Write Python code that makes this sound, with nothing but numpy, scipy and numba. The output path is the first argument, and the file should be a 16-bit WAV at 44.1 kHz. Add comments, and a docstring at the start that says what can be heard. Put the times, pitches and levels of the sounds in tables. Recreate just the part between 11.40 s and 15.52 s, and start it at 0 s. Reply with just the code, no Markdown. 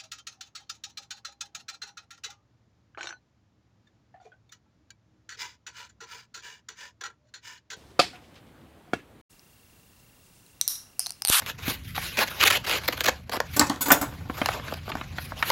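"""Letter opener and envelope

A flat steel letter opener saws an envelope open in jerks: rubbed and torn fibres drive resonances of the sheet.
The blade is dropped and bounces, so micro-contacts ring the damped modes of steel and table top.
Fingers turn the envelope, which slides and snaps as the sheet buckles.
Low resonant noise rumbles in a small room, which returns a short diffuse tail; the microphone is close."""
import sys
import numpy as np
from scipy import signal
from scipy.io import wavfile
from scipy.ndimage import uniform_filter1d
from numba import njit

SR = 44100
rng = np.random.default_rng(int(sys.argv[2]) if len(sys.argv) > 2 else 0)


def generate_wav(signal):
    """Clip the signal to [-1, 1] and save it as 16-bit WAV at the path in sys.argv[1]."""
    frames = np.transpose(np.atleast_2d(signal))
    scaled = np.clip(frames, -1, 1) * 32767
    pcm = np.round(scaled).astype(np.int16)
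    wavfile.write(sys.argv[1], SR, pcm)


N = 181515  # length in samples

# low noise of the house: (time [s], level [dB])
RUMBLE_LEVEL = [(0.0, -44), (0.31, -40), (0.82, -45), (2.07, -43), (2.21, -36), (2.39, -46), (2.53, -46),
                (2.59, -42), (3.55, -40), (4.11, -44.5)]
# broad resonances of that noise: (centre [Hz], width [Hz], level [dB])
RUMBLE_RESONANCES = [(30.2, 20, -25.5), (58.6, 33, -7), (83.6, 27.6, -2.5), (117.2, 31, -5.5),
                     (155.5, 53, -6), (227, 115, -12.5)]
# the blade meets the table:
# (time [s], clack [dB], steel ring [dB], table knock [dB], dense first contact [ms])
BOUNCES = [(2.164, -13, -6.5, -15.5, 4.5), (2.195, 3.5, -27, -10.5, 4.8), (2.209, -11, -29, -6.5, 8.2),
           (2.269, -20, -40, -39, 8), (2.297, -13.5, -48, -13.5, 3.6), (2.408, -31, -5.5, -22.5, 19.5),
           (2.458, -26, -11.5, -17, 13.4), (2.483, -26, -14, -17, 12), (2.504, -7.5, -38, 0.5, 5.2),
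           (2.517, -14, 4.5, -9, 6.2), (2.613, -24, -13, -18, 3.2), (2.625, -36, -25, -19, 2.14),
           (2.722, -52, -45, -31, 4), (2.805, -54, -44, -37, 5), (2.853, -55, -53, -35.5, 5)]
# modes of the blade, before its decay and gain factors: (frequency [Hz], width [Hz], level [dB])
STEEL_MODES = [(3520, 43, -11), (4210, 99, -14), (4750, 200, -11), (5310, 63, -12), (6260, 39, -14),
               (6890, 53, -2), (7360, 56, -8), (7780, 38, -7), (8770, 84, -13), (9520, 57, -14),
               (9870, 39, -6), (10800, 57, -12), (12200, 96, -4), (12500, 140, -12), (12700, 59, -12),
               (13700, 79, 0), (14500, 47, -18), (15200, 110, -11)]
# modes of the table top, before its decay factor: (frequency [Hz], width [Hz], level [dB])
TABLE_MODES = [(285.5, 27, 4), (571, 39, -2.5), (870, 19.3, -8), (1176, 39, -3), (1498, 52, -2),
               (1818, 40, -6.5), (2080, 69, -7.5), (2390, 92, -11.5), (2890, 110, -21)]
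# the sheet buckles: (time [s], level [dB], centre of the modes [Hz], crack [dB re level], thump [dB re level]);
# fixed offsets are added to crack and thump
SNAPS = [(0.02, -24.5, 1434, -13, -21), (0.28, -21.5, 1590, 1.5, -3.5), (0.298, -24.5, 1420, 0, -17),
         (0.548, -28, 2300, -15, -23), (0.578, -15, 1180, -14, -26), (1.895, -18, 735, -9.5, -26),
         (1.972, -25, 1360, -19, -10), (2.002, -8.5, 846, -10, -40), (2.898, -13, 1204, -47, -14.5),
         (3.016, -7, 1200, -24, -16), (3.059, -11.5, 1517, -4, -34), (3.087, -10, 950, -10, -39),
         (3.197, -22, 1380, -37, -20), (3.282, -25.5, 1740, -10, -20), (3.324, -13.5, 770, -26, -19.5),
         (3.479, -22.5, 720, -21, -23), (3.518, -20.5, 1944, -40, -18), (3.553, -17.5, 1036, -17, -12.5),
         (3.57, -26, 935, -11, -14), (3.612, -21.5, 1590, -33, -16), (3.784, -15.5, 1737, -31, -30),
         (3.92, -22.5, 1027, -23, -21), (4.026, -8, 1675, -15, -31.5), (4.101, -8.5, 1215, -3.5, -40)]
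# paper sliding on paper, skin and steel:
# (time [s], level [dB], body of the sheet [dB re level], fine hiss [dB re level])
SLIDE = [(0.0, -44.5, -4, -6), (0.165, -58.5, -5, -9), (0.301, -28, -9.5, -0.5), (0.41, -58, -7.5, -5),
         (0.47, -44, -18, -2.5), (0.54, -50.5, -23, -2), (0.6, -35.5, -13, -4), (0.68, -36, -15, -4.5),
         (0.75, -44.5, -9.5, -5), (1.1, -39, -1, -5.5), (1.21, -49, -1.5, -10), (1.45, -43.5, -2.5, -8),
         (1.79, -49, -2.5, -7.5), (1.83, -61, -3, -7), (2.05, -53.5, 2, -11), (2.15, -41, -16, -1),
         (2.36, -53, -1, -8), (2.72, -51, -4, -6), (2.85, -59.5, 0.5, -6.5), (2.97, -42.5, 1, -4),
         (3.12, -38.5, -1, -7), (3.22, -48, 2.5, -10), (3.3, -41.5, -3.5, -8), (3.43, -52, -6, -10),
         (3.5, -48.5, 2, -10), (3.76, -49, -5.5, -10), (3.83, -44.5, -10, 2), (3.94, -49, 0, -11),
         (4.112, -30.5, -12.5, -3)]
# jerks of the blade and tugs at the sheet: (start [s], length [ms], level [dB], body [dB re level])
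JERKS = [(0.06, 58.6, -31, -9), (0.179, 24, -45.5, -2), (0.55, 20.6, -32, -7.5), (0.768, 75, -20.5, -4.5),
         (0.872, 19, -33.5, -11), (0.996, 31.4, -21.5, -8), (1.024, 19, -17, -9), (1.05, 16, -15.5, -10),
         (1.064, 24.4, -14, -19), (1.1, 15.7, -13, -13.5), (1.12, 20.3, -19.5, -11),
         (1.137, 43.5, -23.5, -8), (1.24, 18, -34.5, -4.5), (1.262, 130, -25, -6.5), (1.432, 31, -39.5, -5),
         (1.477, 11.9, -19.5, -7), (1.523, 14, -32, -3), (1.568, 16, -39.5, -1.5), (1.601, 18, -28.5, -6),
         (1.636, 16.6, -23.5, -10), (1.655, 12.5, -18, -8.5), (1.672, 24.7, -21, 2), (1.913, 63, -30, 0.5),
         (3.143, 24, -40, 7), (3.336, 8.5, -30.5, -6), (3.488, 18, -37.5, 7)]
# relative colour of rubbed and torn paper: (frequency [Hz], density [dB per Hz])
PAPER_COLOUR = [(150, -15.5), (400, -6.5), (750, -6), (1400, -6), (2300, -4), (4400, -9), (5700, -14.5),
                (6900, -15.5), (8600, -28), (12800, -16), (15500, -28)]

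ROOM_T60_S, ROOM_DB = 0.15, -16
TOP_HZ = 15900  # upper limit of the microphone
RUMBLE_WAVER_DB = 1
# the steel rings shorter while the hand still holds it
LET_GO_S, HELD_SHARE = 2.35, 0.64
SHIMMER_DB = -18  # re steel ring
SNAP_T60_S, TICK_DB = 0.024, -9.5  # decay at the centre of the modes; tick re crack
# a jerk is an arch, blunter for a smaller power; its fine hiss is re level
JERK_POWER, JERK_HISS_DB = 0.5, -8
SLIDE_GRAIN_DB, TEAR_GRAIN_DB = 2.2, 3  # spread of fibre sizes


def undb(db):
    """Amplitude ratio from its logarithmic level."""
    return 10 ** (np.asarray(db) / 20)


def unit(x):
    """Normalisation to unit RMS."""
    return x / np.sqrt(np.mean(x ** 2))


def band(x, lo_hz, hi_hz):
    """Band limitation by a Butterworth filter."""
    return signal.sosfilt(signal.butter(2, [lo_hz, hi_hz], "band", fs=SR, output="sos"), x)


@njit
def resonate(x, hz, width):
    """Resonance with a moving centre: a state-variable band-pass; width is a share of the centre."""
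    y, b, l = np.empty(len(x)), 0., 0.
    for i in range(len(x)):
        g = np.tan(np.pi * hz[i] / SR)
        v = (b + g * (x[i] - l)) / (1 + g * (g + width))
        b, l, y[i] = 2 * v - b, l + 2 * g * v, width * v
    return y


def resonate_twice(x, hz, width):
    """Two equal resonances in cascade, for steeper skirts."""
    return resonate(resonate(x, hz, width), hz, width)


def walk(rate):
    """Random fluctuation: levels held 1 / rate s and slewed twice; spread near 1."""
    k = int(SR / rate)
    steps = np.repeat(rng.standard_normal(N // k + 1), k)
    return 1.63 * uniform_filter1d(uniform_filter1d(steps, k), k)[:N]


def add(out, s, x):
    """Superposition of an event at time s."""
    i = int(s * SR)
    out[i:i + len(x)] += x[:N - i]


def ring(hz, t60, gain, t):
    """Modal superposition: a sum of damped modes, scaled to peak 1."""
    decay = np.exp(-np.log(1000) * t[:, None] / t60)
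    y = (gain * np.sin(2 * np.pi * hz * t[:, None]) * decay).sum(1)
    return y / np.abs(y).max()


def mode_t60(width):
    """Reciprocity of resonance width and decay time."""
    return np.log(1000) / (np.pi * width)


def rumble():
    """Resonant filtering: low noise of the house in a few broad resonances."""
    x = np.zeros(N)
    for hz, width, db in RUMBLE_RESONANCES:
        centre = np.full(N, 1. * hz)
        x += undb(db) * unit(resonate_twice(rng.standard_normal(N), centre, width / hz))
    s, db = np.transpose(RUMBLE_LEVEL)
    return unit(x) * undb(np.interp(np.arange(N) / SR, s, db) + RUMBLE_WAVER_DB * walk(10))


def room(near):
    """Diffuse reverberation: the walls return a band-limited noise tail that builds up and decays."""
    t = np.arange(int(.4 * SR)) / SR
    tail = band(rng.standard_normal(len(t)), 100, 11000)
    tail *= np.exp(-np.log(1000) * t / ROOM_T60_S) * (1 - np.exp(-t / 0.0039))
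    return signal.fftconvolve(near, tail / np.sqrt(np.sum(tail ** 2)))[:N]


def contact(ms, t):
    """Impact as micro-contacts: a dense first contact, then a fading chatter that roughens the modes."""
    touch = rng.standard_normal(len(t)) * undb(3.93 * rng.exponential(size=len(t)))
    touch *= (t < max(ms, 1) / 1000) + 0.23 * np.exp(-t / 0.046) + 1.6 * np.exp(-t / 0.0012)
    return touch / np.sqrt(np.sum(touch ** 2))


def steel_ring(share, t):
    """Modal ringing of the blade; holding it shortens the decay to the given share."""
    hz, width, db = np.transpose(STEEL_MODES)
    # the point of contact changes, so every blow favours other modes
    gain = width ** 0.59 * undb(db + 2.5 * rng.standard_normal(len(hz)))
    x = ring(hz, 2.0 * share * mode_t60(width), gain, t)
    # a dense shimmer of weak steel modes
    shimmer = band(rng.standard_normal(len(t)), 900, 16000) * np.exp(-t / (.018 * share))
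    return x + undb(SHIMMER_DB) * shimmer


def table_knock(t):
    """Modal density of the table top: strong modes, with many weak ones between as decaying noise."""
    hz, width, db = np.transpose(TABLE_MODES)
    gain = undb(db + 1.1 * rng.standard_normal(len(hz)))
    strong = ring(hz, 1.13 * mode_t60(width), gain, t)
    return strong + 1.49 * band(rng.standard_normal(len(t)), 220, 1240) * np.exp(-t / 0.021)


def clack_noise(t):
    """Broadband impact noise: two treble bands with a sharp onset and a weak tail."""
    noise = rng.standard_normal((2, len(t)))
    treble = band(noise[0], 2700, 8050) + 0.15 * band(noise[1], 7700, 16000)
    return treble * (2.42 * np.exp(-t / 0.00042) + 0.11 * np.exp(-t / 0.013))


def blade():
    """Excitation by convolution: each bounce drives steel, table and clack with micro-contacts."""
    out, t = np.zeros(N), np.arange(int(.35 * SR)) / SR
    for s, clack_db, steel_db, table_db, ms in BOUNCES:
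        share = HELD_SHARE if s < LET_GO_S else 1
        x = undb(steel_db) * steel_ring(share, t)
        x += undb(table_db) * table_knock(t)
        x += undb(clack_db) * clack_noise(t)
        add(out, s, signal.fftconvolve(x, contact(ms, t)))
    return band(out, 157, 20000)


def snaps():
    """Buckling: a short crack, a wide cluster of quickly damped sheet modes and a late push of air."""
    out, t = np.zeros(N), np.arange(int(.12 * SR)) / SR
    for s, db, hz, crack, thump in SNAPS:
        chance, noise = rng.standard_normal((2, 30)), rng.standard_normal((3, len(t)))
        modes = np.clip(hz * 2 ** (0.583 * chance[0]), 250, 5000)
        # high modes die slightly sooner
        t60 = SNAP_T60_S * (hz / modes) ** 0.067
        x = ring(modes, t60, np.sign(chance[1]), t) * (1 - np.exp(-t / 0.00058))
        # noise around and below the central pitch
        x += undb(-0.5) * band(noise[2], hz / 2.58, hz * 1.11) * np.exp(-t / 0.0065)
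        burst = noise * np.exp(-t / 0.0016) * (1 - np.exp(-t / 0.0007))
        x += undb(crack + 10.5) * band(burst[0], 2000, 5670)
        x += undb(crack + 10.0 + TICK_DB) * band(burst[1], 10400, 14400)
        push = t / 0.0032 * np.exp(1 - t / 0.002)
        x += undb(thump + 9.5) * np.sin(2 * np.pi * 260 * t) * push
        add(out, s, undb(db) * x)
    return out


def fibres(spread_db):
    """Granular friction: fibres let go one by one in dense clicks of very unequal size."""
    return unit(rng.standard_normal(N) * undb(spread_db * rng.exponential(size=N)))


def slide_levels():
    """Sliding friction: amplitudes of body, middle and hiss over time."""
    s, db, body, hiss = np.transpose(SLIDE)
    return [undb(np.interp(np.arange(N) / SR, s, c)) for c in (db + body, db, db + hiss)]


def tear_levels():
    """Intermittent tearing: each jerk adds an arch to the amplitudes of body, middle and hiss."""
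    tear = np.zeros((3, N))
    for start, ms, db, body in JERKS:
        arch = np.sin(np.linspace(0, np.pi, int(ms * SR / 1000))).clip(0) ** JERK_POWER
        for row, row_db in zip(tear, (db + body, db, db + JERK_HISS_DB)):
            add(row, start, undb(row_db) * arch)
    return tear


def paper():
    """Source and resonator: sliding and tearing excite wandering resonances of the sheet."""
    slide, tear = slide_levels(), tear_levels()
    # the edge catches and frees itself: every few milliseconds in tearing, more slowly in sliding
    smooth = fibres(SLIDE_GRAIN_DB) * undb(1.8 * walk(90))
    torn = fibres(TEAR_GRAIN_DB) * undb(1.8 * walk(500))
    colour_hz, colour_db = np.transpose(PAPER_COLOUR)
    out = np.zeros(N)
    # body, middle and hiss [Hz]
    for k, (lo, hi) in enumerate([(200, 1300), (1300, 8600), (8600, 16000)]):
        drive = slide[k] * smooth + tear[k] * torn
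        part, power = np.zeros(N), 0
        # four resonances per octave, with alternating sign
        for j, hz in enumerate(lo * 2 ** np.arange(1 / 8, np.log2(hi / lo), 1 / 4)):
            gain = undb(np.interp(np.log(hz), np.log(colour_hz), colour_db))
            centre = hz * (1 + .02 * walk(30))
            flicker = undb(2.14 * walk(60))
            part += gain * flicker * (-1) ** j * resonate_twice(drive, centre, 0.23)
            power += gain ** 2 * hz * .5 / SR
        out += part / np.sqrt(power)
    return out


def scene():
    """Superposition of near sources, their reverberation and the background."""
    near = paper() + snaps() + blade()
    return (near + undb(ROOM_DB) * room(near) + rumble())[None]


def record(dry):
    """Microphone response: the port has a dip in the treble, and the top is cut."""
    x = dry[0] - 0.47 * resonate(dry[0], np.full(N, 8650.), 0.16)
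    return signal.sosfilt(signal.ellip(8, .2, 70, TOP_HZ, fs=SR, output="sos"), x)[None]


dry = scene()
out = record(dry)
generate_wav(out)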